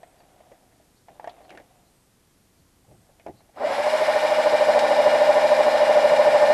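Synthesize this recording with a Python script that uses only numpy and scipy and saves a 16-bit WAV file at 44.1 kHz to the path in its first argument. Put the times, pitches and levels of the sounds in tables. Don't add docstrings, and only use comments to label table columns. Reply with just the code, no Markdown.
import sys
import numpy as np
from scipy import signal
from scipy.fft import rfft, irfft, next_fast_len
from scipy.io import wavfile
from scipy.ndimage import uniform_filter1d, map_coordinates

SR = 44100
rng = np.random.default_rng(int(sys.argv[2]) if len(sys.argv) > 2 else 0)


def nominal_scale(level):
    x = np.asarray(level, float) / 20
    return 10 ** x


def transcribe(signal):
    frames = np.atleast_2d(signal).T
    limited = np.clip(frames, -1, 1)
    pcm = np.round(limited * 32767).astype(np.int16)
    wavfile.write(sys.argv[1], SR, pcm)


N = 288369
TIME = np.arange(N) / SR
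TRIGGER_S = 3.535
CRUISE = 13.23


def unit_rms(x):
    return x / np.sqrt(np.mean(x ** 2) + 1e-20)


def coloured(x, points, rings=(), ring_db=0):
    size = next_fast_len(len(x))
    hz = np.fft.rfftfreq(size, 1 / SR)
    point_hz, db = np.transpose(points)
    power = nominal_scale(2 * np.interp(np.log(hz + 1), np.log(point_hz), db, -90, -90))
    for centre, width, top_db in rings:
        power = power + nominal_scale(2 * (top_db + ring_db)) / (1 + (2 * (hz - centre) / width) ** 2) ** 2
    return unit_rms(irfft(rfft(x, size) * np.sqrt(power), size)[:len(x)])


def wander(rate_hz):
    knots = rng.standard_normal(int(N / SR * rate_hz) + 3)
    return map_coordinates(knots, [TIME * rate_hz], order=3)


def add(mix, s, sound):
    part = mix[max(round(s * SR), 0):][:len(sound)]
    part += sound[:len(part)]


def band(x, hz, width):
    shape = signal.iirpeak(np.clip(hz, 50, 15000), max(hz / width, .3), SR)
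    once = signal.lfilter(*shape, x)
    return unit_rms(signal.lfilter(*shape, once))


def swell(s, length, rise, fall):
    return np.clip(np.minimum((TIME - s) / rise, (s + length - TIME) / fall), 0, 1)


def worn(turn, share):
    teeth = rng.standard_normal(4096)
    again = teeth[(turn % 1 * len(teeth)).astype(int)]
    return np.sqrt(share) * again + np.sqrt(1 - share) * rng.standard_normal(N)


# time in seconds, speed in turns per second.
SPINDLE_SPEED = [(3.55, 5.0), (3.6, 8.929), (3.65, 11.081), (3.7, 11.917), (3.76, 12.376), (3.9, 13.477),
                 (4.0, 13.531), (4.2, 13.374), (4.4, 13.383), (4.8, 13.221), (5.2, 13.21), (5.5, 13.26),
                 (6.2, 13.22), (6.54, 13.17)]
# time in seconds, load from 0 to 1.
BIT_LOAD = [(3.535, 0.45), (3.95, 0), (4.1, 0.45), (4.35, 0.46), (4.7, 0.66), (4.9, 0.9), (5.15, 0.86),
            (5.4, .85), (5.65, .8), (5.9, 0.83), (6.54, 0.93)]
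# level in dB at full speed unloaded, dB gained at full load, power of speed.
MESH_LEVEL = (-22.5, 5.87, 1)
CLATTER_LEVEL = (-30, 2.3, 4.35)
HISS_LEVEL = (-43.5, 1.4, 5.5)


def drill():
    start_s, start_speed = SPINDLE_SPEED[0]
    speed = np.interp(TIME, *np.transpose(SPINDLE_SPEED)) * (TIME > start_s)
    turn = np.cumsum(speed) / SR
    load = np.clip(np.interp(TIME, *np.transpose(BIT_LOAD)), 0, 1)
    light = 1 - load
    slow_db = 20 * np.log10(np.maximum(speed, start_speed) / CRUISE)

    def level_db(law):
        db, load_db, power = law
        return db + load_db * load + power * slow_db

    catch_db = -52 * np.clip(1 - (TIME - TRIGGER_S) / 0.037, 0, 1)
    bite_db = 2.5 * np.exp(-((TIME - 3.735) / .04) ** 2)
    mesh_db = level_db(MESH_LEVEL) + catch_db
    clatter_db = level_db(CLATTER_LEVEL) + bite_db
    hiss_db = level_db(HISS_LEVEL) + 0.63 * bite_db

    heavy = 2 * np.pi * (turn - .528)
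    binds = np.tanh(2 * np.cos(heavy - .3))
    drift = np.array([wander(4.01), wander(6.0), wander(7.6), wander(5.5)])
    low = nominal_scale(-1.17 + 2.3 * slow_db) * gear_mesh(speed, heavy, binds, light, drift)
    low = low + nominal_scale(-7.0) * growl(turn, binds)
    low = low + nominal_scale(19.5) * locked_tones(speed, turn, heavy, light, slow_db, drift)
    low = nominal_scale(mesh_db) * low + slack() + groan(turn)
    high = nominal_scale(clatter_db - 1.5) * clatter(turn, heavy) + nominal_scale(hiss_db - 2.0) * hiss(turn, heavy)
    return (low + high) * (TIME > TRIGGER_S) + whistle()


# frequency in Hz, lift in dB.
CASE_LIFT = [(200, -4), (400, -14), (500, -14.5), (600, -1.5), (690, -7), (830, -11), (1000, -14),
             (1250, -17), (2400, -38), (6000, -24)]


def swept_db(k, speed):
    hz, db = np.transpose(CASE_LIFT)
    return np.interp(k * speed, hz, db) - np.interp(k * CRUISE, hz, db)


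# multiple of spindle speed, polarity as +1 or -1,
# level in dB, change in dB while the bit runs light.
MESH_MULTIPLE = [41, 44, 45, 46, 47, 48, 50]
MESH_POLARITY = [1, 1, 1, 1, 1, -1, 1]
MESH_TONE_DB = [-8, -1, -3, 0.5, -18, -7, -13.5]
MESH_LIGHT_DB = [-9.5, -12.5, -9, 2.5, -22, -2, -6]


def gear_mesh(speed, heavy, binds, light, drift):
    mesh = np.zeros(N)
    for k, sign, db, light_db in zip(MESH_MULTIPLE, MESH_POLARITY, MESH_TONE_DB, MESH_LIGHT_DB):
        level_db = db + light_db * light + swept_db(k, speed) + .9 * drift[k % 4]
        mesh += sign * nominal_scale(level_db) * np.cos(k * heavy)
    return mesh * nominal_scale(4.0 * light * binds - 2.0 * light)


# frequency in Hz, level in dB per Hz.
GROWL_COLOUR = [(50, -36), (90, -25), (170, -27), (280, -19.5), (400, -13.5), (500, -9), (590, 3.5),
                (680, -4), (760, -1), (850, -9), (1000, -9.5), (1250, -19), (1700, -63)]


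def growl(turn, binds):
    noise = coloured(worn(turn, 0.27), GROWL_COLOUR) * nominal_scale(wander(25.0))
    return noise * nominal_scale(5.0 * binds - 2.2)


# multiple of spindle speed, level in dB.
TONE_MULTIPLE = [11, 12, 17, 18, 21, 23, 24, 25, 36, 39, 51, 54, 59, 60, 62, 64, 69, 72, 75, 87, 108, 109,
                 132, 136, 138, 161, 178, 180, 181, 216, 288, 312, 540]
TONE_DB = [-64.5, -58.5, -60, -46.5, -52.5, -51.5, -50.5, -58, -42, -39, -40, -37.5, -39.5, -33.5, -36.5,
           -35.5, -43, -48, -47, -48, -53, -46, -55, -43, -54, -52.5, -53, -46.5, -49.5, -50, -52.5, -66,
           -68.5]


def locked_tones(speed, turn, heavy, light, slow_db, drift):
    shake = turn + .0013 * wander(24.0)
    places = rng.random(len(TONE_MULTIPLE))
    tones = np.zeros(N)
    for j, (k, db, place) in enumerate(zip(TONE_MULTIPLE, TONE_DB, places)):
        level_db = db + swept_db(k, speed) + 3.7 * slow_db - 3.0 * light
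        level_db = level_db + 1.8 * drift[j % 4] * (-1) ** (j // 4)
        tones += np.sqrt(2) * nominal_scale(level_db) * np.cos(2 * np.pi * (k * shake + place))
    return tones * (1 + .25 * np.cos(heavy) + .15 * np.cos(6 * heavy))


# frequency in Hz, level in dB per Hz.
CLATTER_COLOUR = [(800, 12), (1250, -3.5), (1500, 2), (2100, 0.5), (2420, -3), (2550, -7.5), (3500, -8.5),
                  (5300, -17.5), (6100, -25.5), (7500, -50)]
# frequency in Hz, width in Hz, level in dB.
SHELL_RINGS = [(1410, 13, -22), (1800, 22, -2), (2184, 98, -8), (2354, 28, 1.5), (2858, 40, -2.5),
               (3310, 42, -47), (3680, 28, -24), (3744, 63, -8.5), (4140, 34, -4.5), (4820, 150, -12),
               (5170, 130, -11), (6200, 57, -34), (6650, 28, -37), (7200, 54, -14), (7900, 67, -19),
               (8900, 280, -32)]


def clatter(turn, heavy):
    noise = coloured(worn(turn, 0.35), CLATTER_COLOUR, SHELL_RINGS, ring_db=4.5)
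    return noise * nominal_scale(.5 * np.cos(2 * heavy) - np.cos(heavy) + 0.36 * wander(60.0))


# frequency in Hz, level in dB per Hz.
HISS_COLOUR = [(4000, 4), (5500, 4.5), (6200, -2), (8000, -2.5), (9200, -2.5), (9800, -8.5), (11200, -5),
               (12200, -10.5), (13500, -25)]


def hiss(turn, heavy):
    throb_db = -.9 * np.cos(heavy - .6) + 0.34 * np.cos(2 * heavy)
    return coloured(worn(turn, 0.13), HISS_COLOUR) * nominal_scale(throb_db + 0.21 * wander(80.0))


# time in seconds, peak in dB, ring in Hz, width in seconds.
SLACK_HITS = [
    (3.652, -14.5, 601.6, 0.0086),
    (3.674, -19.5, 653, 0.0075),
]


def slack():
    out = np.zeros(N)
    for s, db, hz, width in SLACK_HITS:
        out += nominal_scale(db) * np.exp(-((TIME - s) / width) ** 2) * np.sin(2 * np.pi * hz * TIME)
    return out


# start in seconds, length in seconds, multiple of spindle speed, level in dB.
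GEARBOX_GROAN = (3.585, .1, 26, -44)


def groan(turn):
    start, length, multiple, db = GEARBOX_GROAN
    level = nominal_scale(db + 3.7 * wander(70.0)) * swell(start, length, 0.03, 0.02)
    return level * np.sin(2 * np.pi * multiple * turn)


# start in seconds, length in seconds, start in Hz, end in Hz, level in dB.
BEARING_WHISTLE = (3.7, .75, 11190, 11270, -59)


def whistle():
    start, length, start_hz, end_hz, db = BEARING_WHISTLE
    hz = np.interp(TIME, [start, start + length], [start_hz, end_hz]) + 17.0 * wander(60.0)
    level = np.sqrt(2) * nominal_scale(db + 2.5 * wander(15.0)) * swell(start, length, 0.027, 0.38)
    return level * np.sin(2 * np.pi * np.cumsum(hz) / SR)


# start in seconds, peak in dB, ring of the case in Hz, bright part in dB.
DULL_KNOCKS = [(0.109, -56, 775, -8), (0.203, -44, 736, -13), (0.349, -48, 745, -27),
               (0.404, -39.5, 650, -17.5), (0.517, -37.5, 544, -16), (0.722, -53, 746, -8),
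               (0.799, -47, 660, -23), (1.084, -35.5, 690, -18), (1.177, -52, 687, -18),
               (1.197, -26, 698, -24), (1.274, -21, 680, -20.5), (1.405, -39, 630, -19),
               (1.414, -50, 775, -17), (1.449, -42, 770, -19), (1.599, -42.5, 576, -8),
               (2.847, -55, 802, -15), (2.912, -49, 630, -16), (3.092, -46.5, 579, -27),
               (3.264, -23, 662, -20.5), (3.282, -31.5, 700, -21), (3.406, -46, 695, -14),
               (3.491, -49, 657, -18), (3.544, -50, 576, -18)]
# start in seconds, peak in dB, bright part in dB, ring of the part in Hz.
METAL_CLICKS = [
    (0.031, -35.5, -12, 1960),
    (1.243, -25.5, -16.5, 1640),
    (1.294, -43.5, -3, 3500),
    (1.493, -41.5, -6.5, 3160),
    (1.504, -40.5, -1, 2060),
    (1.525, -35.5, -15, 1900),
    (1.549, -41, -9, 2230),
    (1.574, -38.5, -1.5, 1800),
    (3.197, -45.5, -7, 2293),
]
# time in seconds, peak in dB.
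CHIP_SNAP = [
    (4.792, -12.5),
]


def knocks():
    out, t = np.zeros(N), np.arange(9000) / SR
    t60 = 0.031
    hits = [(*row, 1900) for row in DULL_KNOCKS]
    hits += [(s, db, 680, part_db, part_hz) for s, db, part_db, part_hz in METAL_CLICKS]
    for s, peak_db, hz, bright_db, bright_hz in hits:
        noise = rng.standard_normal((3, len(t)))
        rise = 1 - np.exp(-t / 0.00093)
        ring = np.sin(2 * np.pi * hz * t)
        ring = ring + .5 * np.sin(2 * np.pi * hz * 1.2 * t) + 0.2 * np.sin(2 * np.pi * hz * 0.833 * t)
        faint = band(noise[0], hz, 240) * nominal_scale(-60 * t / (3.6 * t60))
        ring = 0.94 * ring * nominal_scale(-60 * t / t60) + 0.24 * faint
        tick = band(noise[1], 0.65 * bright_hz, 3000) * nominal_scale(-60 * t / 0.016)
        rattle = band(noise[2], bright_hz, 0.41 * bright_hz) * nominal_scale(-60 * t / (2.44 * t60))
        add(out, s, nominal_scale(peak_db) * rise * (ring + nominal_scale(bright_db) * (1.27 * tick + 0.69 * rattle)))
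    for s, peak_db in CHIP_SNAP:
        crack = band(rng.standard_normal(len(t)), 2500, 3500)
        add(out, s - .001, nominal_scale(peak_db - 12.5 - 60 * t / 0.059) * crack)
    return out


# start in seconds, length in seconds, level in dB.
RUB_STROKES = [
    (-.3, 1.34, -60),
    (1.06, 0.31, -50.5),
    (1.2, 0.79, -54.5),
    (2.945, 1.1, -68.5),
]
# frequency in Hz, level in dB per Hz.
RUB_COLOUR = [(250, -5.5), (450, -7), (620, -1), (750, 3.5), (860, -8), (1200, -15), (2200, -19),
              (4000, -24.5)]


def rubs():
    size = nominal_scale(0.7 * np.minimum(rng.exponential(1, N), 5))
    slips = size * rng.standard_normal(N) * (rng.random(N) < 2500 / SR)
    level = sum(nominal_scale(db) * swell(s, length, 0.072, 0.61) for s, length, db in RUB_STROKES)
    return level * coloured(slips, RUB_COLOUR)


# start in seconds, length in seconds, deep part in dB, hollow part in dB.
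WEIGHT_SHIFTS = [
    (.49, 0.087, -75, -59),
    (1.496, 0.146, -68, -53),
    (2.58, 0.11, -65, -82),
    (2.71, 0.073, -72, -80),
    (1.081, 0.076, -73, -59),
    (2.866, 0.12, -54.5, -59),
    (2.963, 0.1, -60, -78),
    (3.251, 0.084, -47, -40),
    (3.313, 0.074, -53, -61),
    (3.4, .08, -68, -65),
]


def thumps():
    deep = coloured(rng.standard_normal(N), [(35, -25), (70, -9), (130, -5), (200, -13), (320, -39)])
    hollow = coloured(rng.standard_normal(N), [(120, -15), (220, -8), (320, 0.5), (500, -4), (900, -6)])
    out = np.zeros(N)
    for s, length, deep_db, hollow_db in WEIGHT_SHIFTS:
        out += swell(s, length, 0.02, 0.035) ** 2 * (nominal_scale(deep_db) * deep + nominal_scale(hollow_db) * hollow)
    return out


# start in seconds, length in seconds, start in Hz, end in Hz, level in dB.
BIRD_CHIRPS = [
    (.17, .06, 4660, 4370, -65),
    (.94, .07, 4300, 4600, -68),
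    (1.42, .06, 4500, 4600, -65),
    (1.83, .09, 3900, 4400, -69),
    (2.56, .07, 4300, 4700, -70),
    (3.04, .04, 4600, 4600, -80),
    (3.337, .1, 4000, 4460, -65),
]


def birds():
    out = np.zeros(N)
    for s, length, start_hz, end_hz, db in BIRD_CHIRPS:
        count = int(length * SR)
        fuzz_hz = 2600 * uniform_filter1d(rng.standard_normal(6000), 80)[:count]
        hz = np.linspace(start_hz, end_hz, count) + fuzz_hz
        add(out, s, nominal_scale(db) * np.hanning(count) * np.sin(2 * np.pi * np.cumsum(hz) / SR))
    return out


# frequency in Hz, level in dB per Hz.
FLOOR_COLOUR = [(12, -23), (20, -2), (127, -2), (162, -3), (288, -6.5), (432, -10.5), (745, -15),
                (1510, -19), (2150, -20.5), (2530, -22), (4610, -22), (8860, -22.5), (13300, -24)]
# start in seconds, length of the tones in seconds, tones in dB,
# fizz after them in dB.
CARD_WRITES = [
    (-.25, .2, -88, -72),
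    (.73, .3, -81, -82),
    (1.72, .22, -79, -76),
    (2.7, .18, -88, -75),
]


def circuits():
    out = nominal_scale(-61.5) * coloured(rng.standard_normal(N), FLOOR_COLOUR)
    out = out + nominal_scale(-86 + 2.5 * wander(3.0)) * np.sin(2 * np.pi * 9560 * TIME)
    tones = np.sin(2 * np.pi * 7000 * TIME) + np.sin(2 * np.pi * 8400 * TIME)
    fizz = band(rng.standard_normal(N), 8250, 900)
    for s, length, tone_db, fizz_db in CARD_WRITES:
        out = out + nominal_scale(tone_db) * tones * swell(s, length, .02, .02)
        out = out + nominal_scale(fizz_db) * fizz * np.exp(-((TIME - s - .27) / 0.13) ** 2)
    return out


def scene():
    return (drill() + knocks() + rubs() + thumps() + birds() + circuits())[None]


def roll_off(x):
    return signal.sosfilt(signal.butter(12, 13470, fs=SR, output="sos"), x)


def record(dry):
    return roll_off(dry)


dry = scene()
out = record(dry)
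transcribe(out)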